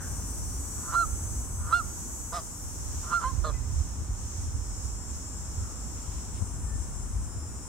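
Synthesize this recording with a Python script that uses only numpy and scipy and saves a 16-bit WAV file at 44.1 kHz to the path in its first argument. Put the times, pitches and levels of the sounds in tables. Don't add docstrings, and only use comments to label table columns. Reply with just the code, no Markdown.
import sys
import numpy as np
from scipy import signal
from scipy.fft import rfft, irfft, next_fast_len
from scipy.io import wavfile
from scipy.ndimage import map_coordinates

SR = 44100
rng = np.random.default_rng(int(sys.argv[2]) if len(sys.argv) > 2 else 0)


def generate_wav(signal):
    frames = np.transpose(np.atleast_2d(signal))
    scaled = np.clip(frames, -1, 1) * 32767
    pcm = np.round(scaled).astype(np.int16)
    wavfile.write(sys.argv[1], SR, pcm)


N = 338667
T = np.arange(N) / SR

# (time [s], fundamental [Hz], level of harmonic 2 [dB])
HONK_TRACKS = [
    [(.939, 654, -38), (.95, 672, -25), (.962, 690, -22), (1.0, 689.7, -22), (1.02, 688, -24.5),
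     (1.031, 663, -25), (1.041, 637, -29), (1.057, 595, -43)],
    [(1.722, 650, -29), (1.73, 657, -19), (1.74, 685, -17), (1.752, 706, -22), (1.768, 706, -25.5),
     (1.79, 698, -30), (1.802, 662, -29), (1.811, 616, -35), (1.825, 582, -47)],
    [(2.321, 487, -51), (2.331, 505, -40), (2.348, 516, -53)],
    [(3.121, 640, -40), (3.129, 674, -29), (3.14, 693, -24), (3.153, 699, -23), (3.168, 697, -25),
     (3.19, 672, -29), (3.206, 644, -43)],
    [(3.233, 535, -41), (3.243, 510, -28), (3.257, 512, -29), (3.275, 525, -30), (3.297, 540, -38),
     (3.307, 524, -39), (3.319, 510, -45)],
]
# (flutter decay [s], overtone hoarseness [rad], levels of harmonics 1-8 [dB])
HONK_VOICES = [(0.016, 0.22, [-31, 0, -49, -42, -47, -31, -44, -42]),
               (0.0042, .2, [-32, 0, -42, -33, -35.5, -32, -40, -41]),
               (.004, .4, [3, 0, 3, -18, -23, -22, -22, -16]),
               (0.022, 0.65, [-25, 0, -36, -35, -43, -34, -47, -50]),
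               (0.0051, 0.58, [-23.5, 0, -19, -30.5, -41, -34, -44, -34])]
# (time of surge peak [s], build-up [s], level [dB])
CREAK_EVENTS = [(.943, .18, -30.5), (1.721, .14, -33), (3.124, .1, -31.5), (3.232, .045, -33.5),
                (3.449, 0.011, -36.5), (3.506, .012, -48)]
# (centre [Hz], width [Hz], level [dB])
CREAK_RESONANCES = [(610, 170, -16), (1028, 62, 0), (1216, 66, 5.5), (1350, 52, 6), (2700, 1100, -27),
                    (3940, 710, -36)]
# (start [s], length [s], top pulse rate [Hz], level [dB], effort peak [share of length], droop [share])
GRUNT_EVENTS = [(2.321, 0.09, 174.7, -33.5, 0.39, 0.125), (3.436, 0.077, 157.5, -33.5, .3, 0.114)]
# (centre [Hz], width [Hz], level [dB])
GRUNT_RESONANCES = [
    [(700, 95, -1.5), (1236, 80, 6.5), (1510, 90, -19), (1920, 120, -14), (3830, 1000, -20),
     (5200, 260, -12)],
    [(470, 45, -7), (600, 66, -2), (1097, 42, 0), (1235, 40, 6), (1730, 45, -12), (3670, 150, -17.5),
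     (4130, 230, -16.5)],
]
# (middle [s], length [s], pitch [Hz], level [dB], pitch spread [share])
FAR_CALL_EVENTS = [(0.021, 0.14, 1540, -50, 0.085), (3.54, 0.083, 2550, -63, 0.044),
                   (3.558, 0.058, 2010, -56.5, 0.01), (5.647, 0.21, 1267, -55.5, 0.0937),
                   (6.725, 0.17, 1780, -60, 0.0115)]
# (time [s], click rate [Hz], level [dB])
NEAR_CICADA_TRACK = [(0, 208, -41), (1, 206.5, -40), (1.6, 206, -42), (2.25, 206.1, -42), (2.6, 204, -44),
                     (3, 202.2, -46.5), (3.6, 209.6, -60), (4.5, 199, -62)]
# (frequency [Hz], level [dB])
NEAR_CICADA_SPECTRUM = [(3800, -57), (4600, -24), (5200, -22), (5700, -6.5), (6600, -5.5), (7900, -3),
                        (9000, -9.5), (9900, -9.5), (11000, -21), (12400, -13), (14000, -22.5),
                        (16000, -23)]
# (time [s], click rate [Hz], level [dB])
FAR_CICADA_TRACK = [(2.6, 202.3, -51), (3.5, 200.2, -49.5), (4.3, 202, -48.5), (4.8, 204.9, -45.5),
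                    (5.8, 205, -46.5), (6.5, 204.4, -46.5), (7.2, 204.2, -46.5), (7.68, 201.5, -46)]
# (frequency [Hz], level [dB])
FAR_CICADA_SPECTRUM = [(4000, -63), (5100, -15), (5330, -6.5), (5800, -12.5), (6800, -7), (7600, -1),
                       (8300, -10.5), (9400, -9), (10300, -24), (11200, -35), (12300, -22.5), (14000, -39),
                       (16000, -30)]
# (time [s], level [dB])
CHORUS_TRACK = [(0, -50), (2, -48.5), (2.8, -46), (4, -45.5), (5, -47.5), (7.68, -51.5)]
# (frequency [Hz], level [dB])
CHORUS_SPECTRUM = [(4000, -21), (4800, -18), (5500, -6.5), (6500, -1.5), (7400, -2.5), (8500, -7),
                   (10000, -21.5), (11200, -20), (12400, -24), (14000, -22), (16000, -27)]
# (middle [s], length [s], level [dB])
STEP_EVENTS = [(6.14, 0.49, -61.5), (6.37, 0.079, -58.5)]
# (time [s], level [dB])
TOWN_TRACK = [(0, -44), (.5, -45.5), (1.2, -45.5), (2.6, -48), (3.4, -46), (4.5, -48), (5.3, -47),
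              (6.2, -46), (7, -46.5), (7.68, -47)]
# (frequency [Hz], level [dB])
TOWN_SPECTRUM = [(30, -22), (70, -5.5), (150, -0.5), (250, -0.5), (400, -8.5), (600, -14.5), (950, -11),
                 (1400, -15.5), (2000, -25.5), (3000, -29.5), (4500, -36.5), (16000, -31.5)]
# (time [s], level [dB], left minus right [dB])
BREEZE_TRACK = [(0, -39.5, -2), (.5, -38, -1), (.65, -42, 0), (1.1, -39, -2.5), (1.65, -36.5, 1.5),
                (1.9, -41, -2), (2.6, -43.5, -1), (2.9, -37, 1), (3.2, -40.5, -4), (3.32, -32, -12),
                (3.78, -32, -7), (3.92, -37.5, -4), (4.25, -41.5, -1), (4.5, -36.5, -3.5),
                (5.3, -39.5, -1.5), (5.9, -39.5, -0.5), (6.8, -36, 2.5), (7.68, -43, 0)]
# (middle [s], length [s], level [dB], left minus right [dB])
GUST_EVENTS = [(0.119, 0.046, -30.5, 16), (0.225, 0.098, -37, 3), (1.098, 0.14, -35.5, -15),
               (1.583, 0.25, -36.5, -2), (4.002, 0.082, -32.5, 14), (4.113, .1, -32, -7),
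               (4.87, 0.12, -35, -12), (5.602, 0.16, -35.5, -5), (6.088, 0.07, -36, 11),
               (7.177, 0.23, -32, 6), (7.379, 0.068, -33.5, 6)]
# (frequency [Hz], level [dB])
WIND_SPECTRUM = [(15, -50), (28, -20), (42, -3), (62, -0.5), (88, -3.5), (115, -11), (160, -24),
                 (300, -39.5), (800, -69)]
# (time [s], peak [dB], ring [Hz], left minus right [dB])
BUFFET_EVENTS = [(3.462, -23, 70, -17), (3.81, -16.5, 68.6, -10), (4.551, -20, 81, -16),
                 (6.424, -15, 80.4, 20)]

BREAK_S, BREAK_HOARSE_RAD = 0.0066, 0.62
EDGE_S, OVERTONE_RELEASE_S = 0.0056, 0.04
OVERTONE_SHARE = 0.4
CREAK_SWELL_DB_PER_S, CREAK_SURGE_DB, CREAK_SURGE_S, CREAK_END_S = 72, 11, 0.035, 0.025
CREAK_SLOW_HZ, CREAK_FAST_HZ, CREAK_QUICKEN_S = 139.9, 177.4, .045
GRUNT_SCOOP = .06
TOP_HZ = 15750


def geese(gain_db=2.5, shade=0.69, shade_hz=1300, facing=0.65, facing_hz=4000, scatter_db=-29):
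    creaks = sum(creak(*row) for row in CREAK_EVENTS)
    honks = sum(honk(rows, *voice) for rows, voice in zip(HONK_TRACKS, HONK_VOICES))
    grunts = sum(grunt(*row, modes) for row, modes in zip(GRUNT_EVENTS, GRUNT_RESONANCES))
    voice = undb(gain_db) * (creaks + honks + grunts)
    treble = facing / 2 * signal.lfilter(*signal.iirpeak(facing_hz, 1, SR), voice)
    shaded = shade * signal.lfilter(*signal.iirpeak(shade_hz, 1.3, SR), voice)
    ports = np.array([voice - shaded + treble, voice - treble])
    return ports + bank_scatter(voice, scatter_db, t60_s=0.47)


def honk(rows, flutter_s, hoarse_rad, harmonics_db, waver=.002, patchy_db=3, flutter_hz=180, flutter_db=-3):
    start_s, length_s = rows[0][0], max(rows[-1][0] - rows[0][0], .01)
    i, age = stretch(start_s, length_s)
    hz, db = curves(rows, start_s + age)
    phase = 2 * np.pi * np.cumsum(hz * (1 + waver * walk(430, len(i)))) / SR
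    flutter = undb(flutter_db) * np.exp(-(age / flutter_s) ** 2 - 2j * np.pi * flutter_hz * age)
    tone = undb(db) * np.imag(np.exp(2j * phase) * (1 + flutter + flutter ** 2))

    overtone_db = db.max() + OVERTONE_SHARE * (db - db.max())
    overtone_gain = undb(overtone_db) * ramp((length_s - age) / OVERTONE_RELEASE_S) ** 4
    spread_rad = hoarse_rad + BREAK_HOARSE_RAD * np.exp(-age / BREAK_S)
    for k, level_db in enumerate(harmonics_db, 1):
        if k != 2:
            blur = spread_rad * min(k / 4, 1) * walk(350, len(i))
            gain = overtone_gain * undb(level_db + patchy_db * walk(78, len(i)))
            tone += gain * np.sin(k * phase + blur)
    out = np.zeros(N)
    out[i] = np.sqrt(2) * tone * ramp(age / EDGE_S) * ramp((length_s - age) / EDGE_S)
    return out


def creak(peak_s, length_s, db, fade_in_s=0.0093):
    i, age = stretch(peak_s - length_s, length_s + CREAK_END_S)
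    lead = np.maximum(length_s - age, 0)
    hz = CREAK_SLOW_HZ + (CREAK_FAST_HZ - CREAK_SLOW_HZ) * np.exp(-lead / CREAK_QUICKEN_S)
    surge_db = CREAK_SURGE_DB * (np.exp(-lead / CREAK_SURGE_S) - 1)
    effort = undb(surge_db - CREAK_SWELL_DB_PER_S * lead)
    effort *= ramp(age / fade_in_s) * ramp((age[-1] - age) / CREAK_END_S) ** 2
    out = np.zeros(N)
    out[i] = undb(db) * rattle(hz, effort, CREAK_RESONANCES, jitter=.01, scatter_db=1.8, air_db=-9)
    return out


def grunt(start_s, length_s, rate_hz, db, peak, droop, modes, fullness=0.84, throat_share=0.78):
    i, age = stretch(start_s, length_s)
    u = age / length_s
    scoop = GRUNT_SCOOP * (1 - u / peak) ** 2
    sag = droop * ((u - peak) / (1 - peak)) ** 2
    bend = 1 - np.where(u < peak, scoop, sag)
    throat = bend ** throat_share
    effort = np.sin(np.pi * np.interp(u, [0, peak, 1], [0, .5, 1])) ** fullness
    voice = rattle(rate_hz * bend / throat, effort, modes, jitter=.01, scatter_db=2, air_db=-11)
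    out = np.zeros(N)
    out[i] = undb(db) * map_coordinates(voice, [np.cumsum(throat)])
    return out


def rattle(hz, effort, modes, jitter, scatter_db, air_db, brightening=0.3):
    n = len(hz)
    hz = hz * (1 + .012 * walk(90, n))
    slaps = unit(pulses(hz, jitter, scatter_db))
    air = rng.standard_normal(n)
    voice = ring(unit(slaps + undb(air_db) * air), modes)
    rush = ring(unit(slaps + air), modes)
    low = signal.sosfiltfilt(signal.butter(4, 2200, fs=SR, output="sos"), voice)
    high = signal.sosfiltfilt(signal.butter(4, 2200, "high", fs=SR, output="sos"), rush)
    return (low + high * effort ** brightening) * effort / np.std(voice)


def bank_scatter(x, echo_db, t60_s=0.72):
    t = T[:SR]
    tail = rng.standard_normal((2, SR)) * undb(-60 * t / t60_s) * np.minimum(t / 0.029, 1)
    tail = signal.lfilter(*signal.butter(1, 3500, fs=SR), tail)
    tail /= np.sqrt(np.sum(tail ** 2, axis=1, keepdims=True))
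    return undb(echo_db) * signal.fftconvolve(x[None], tail, axes=1)[:, :N]


def cicadas():
    near = cicada(NEAR_CICADA_TRACK, NEAR_CICADA_SPECTRUM, waver=0.00166, likeness=0.054)
    far = cicada(FAR_CICADA_TRACK, FAR_CICADA_SPECTRUM, waver=0.001716, likeness=0.006)
    chorus_gain = undb(curves(CHORUS_TRACK)[0] + 1.84 * walk(6.6))
    chorus = colour(stereo_noise(likeness=-0.15), CHORUS_SPECTRUM) * chorus_gain
    return near * pan(2.5) + far * pan(3.0) + chorus * pan(0.5)


def cicada(rows, spectrum, waver, likeness, path_count=4):
    hz, db = curves(rows)
    clicks = pulses(hz * (1 + waver * walk(60)), jitter=.001, scatter_db=.8)
    shares = np.array([walk(0.815) for _ in range(path_count)])
    shares /= np.sqrt(np.sum(shares ** 2, axis=0))
    buzz = 0
    for share in shares:
        leaves = stereo_noise(likeness, SR // 35)
        buzz = buzz + share * signal.oaconvolve(clicks[None], leaves, axes=1)[:, :N]
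    return colour(buzz, spectrum) * undb(db)


def far_birds():
    out = np.zeros(N)
    for middle_s, length_s, hz, db, hoarse in FAR_CALL_EVENTS:
        pitch_hz = hz * (1 + hoarse * walk(600))
        tone = np.sin(2 * np.pi * np.cumsum(pitch_hz) / SR)
        out += undb(db) * np.sqrt(2) * swell(middle_s, length_s) * tone
    return out + bank_scatter(out, echo_db=-9.5)


def wind(gain_db=2.5, flutter_db=1.0, port_flutter_db=0.6, eddy_s=0.0067):
    db, pan_db = curves(BREEZE_TRACK)
    flutter = flutter_db * walk(9) + port_flutter_db * np.array([walk(10) for _ in range(2)])
    power = (undb(db + flutter) * pan(pan_db)) ** 2
    for middle_s, length_s, gust_db, side_db in GUST_EVENTS:
        power = power + (undb(gust_db) * swell(middle_s, length_s) * pan(side_db)) ** 2
    turbulence = colour(stereo_noise(likeness=.5), WIND_SPECTRUM)
    out = turbulence * np.sqrt(power) * undb(gain_db)
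    for peak_s, peak_db, hz, side_db in BUFFET_EVENTS:
        t = T - peak_s
        thump = np.exp(-np.abs(t) / eddy_s) * np.cos(2 * np.pi * hz * t)
        out -= undb(peak_db) * thump * pan(side_db)
    return out


def steps():
    press = sum(undb(db) * swell(middle_s, length_s) for middle_s, length_s, db in STEP_EVENTS)
    blades = stereo_noise(likeness=.3) * undb(2.5 * walk(250))
    return press * colour(blades, [(500, -34), (1500, 0), (3000, 6), (5000, 0), (15000, -33)])


def town(swell_db=0.18):
    wash = stereo_noise(likeness=0.38)
    mid = wash.mean(axis=0)
    wash = mid + signal.lfilter(*signal.butter(1, 350, "high", fs=SR), wash - mid)
    gain = undb(curves(TOWN_TRACK)[0] + swell_db * walk(3.6))
    return colour(wash, TOWN_SPECTRUM) * gain * pan(-2.0)


def undb(db):
    return 10 ** (np.asarray(db) / 20)


def unit(x):
    return x / np.sqrt(np.mean(x ** 2))


def curves(rows, t=T):
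    s, *columns = np.transpose(rows)
    return [np.interp(t, s, c) for c in columns]


def response(points, hz):
    f, db = np.transpose(points)
    return undb(np.interp(np.log(hz + 1), np.log(f), db))


def colour(x, points):
    size = next_fast_len(N)
    hz = np.arange(size // 2 + 1) * SR / size
    return unit(irfft(rfft(x, size) * response(points, hz), size)[..., :N])


def walk(rate_hz, n=N):
    u = np.arange(n) * rate_hz / SR
    knots = int(u[-1]) + 2
    return 1.217 * np.interp(u, np.arange(knots), rng.standard_normal(knots))


def pan(db):
    g = undb(np.array([[1], [-1]]) * db / 2)
    return g / np.sqrt(np.mean(g ** 2, axis=0))


def stereo_noise(likeness, n=N):
    mid, side = rng.standard_normal((2, n))
    return np.sqrt(1 + likeness) * mid + np.sqrt(1 - likeness) * side * np.array([[1], [-1]])


def pulses(hz, jitter, scatter_db):
    phase = np.cumsum(hz) / SR
    at = np.interp(np.arange(.5, phase[-1]), phase, np.arange(len(hz)))
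    late, size = rng.standard_normal((len(at), 2)).T
    at = at + jitter * late * SR / np.mean(hz)
    taps = at.astype(int)[:, None] + np.arange(-7, 9)
    d = taps - at[:, None]
    clicks = np.sinc(d) * np.sinc(d / 8) * undb(scatter_db * size)[:, None]
    return np.bincount(np.clip(taps, 0, len(hz) - 1).ravel(), clicks.ravel(), len(hz))


def ring(x, modes):
    out = 0
    for hz, width_hz, db in modes:
        peak = signal.iirpeak(hz, hz / width_hz, SR)
        skirt = signal.iirpeak(hz, hz / (4 * width_hz), SR)
        out = out + undb(db) * signal.lfilter(*skirt, signal.lfilter(*peak, x))
    return out


def stretch(start_s, length_s):
    age = np.arange(int(length_s * SR)) / SR
    return int(start_s * SR) + np.arange(len(age)), age


def ramp(x):
    return np.sin(np.pi / 2 * np.clip(x, 0, 1))


def swell(middle_s, length_s):
    return np.cos(np.pi * np.clip((T - middle_s) / length_s, -.5, .5))


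def scene():
    return geese() + cicadas() + far_birds() + wind() + steps() + town()


def record(dry):
    right = signal.sosfilt(signal.butter(2, 12500, fs=SR, output="sos"), dry[1])
    top_cut = signal.ellip(10, .2, 80, TOP_HZ, fs=SR, output="sos")
    return signal.sosfilt(top_cut, np.array([dry[0], right]))


dry = scene()
out = record(dry)
generate_wav(out)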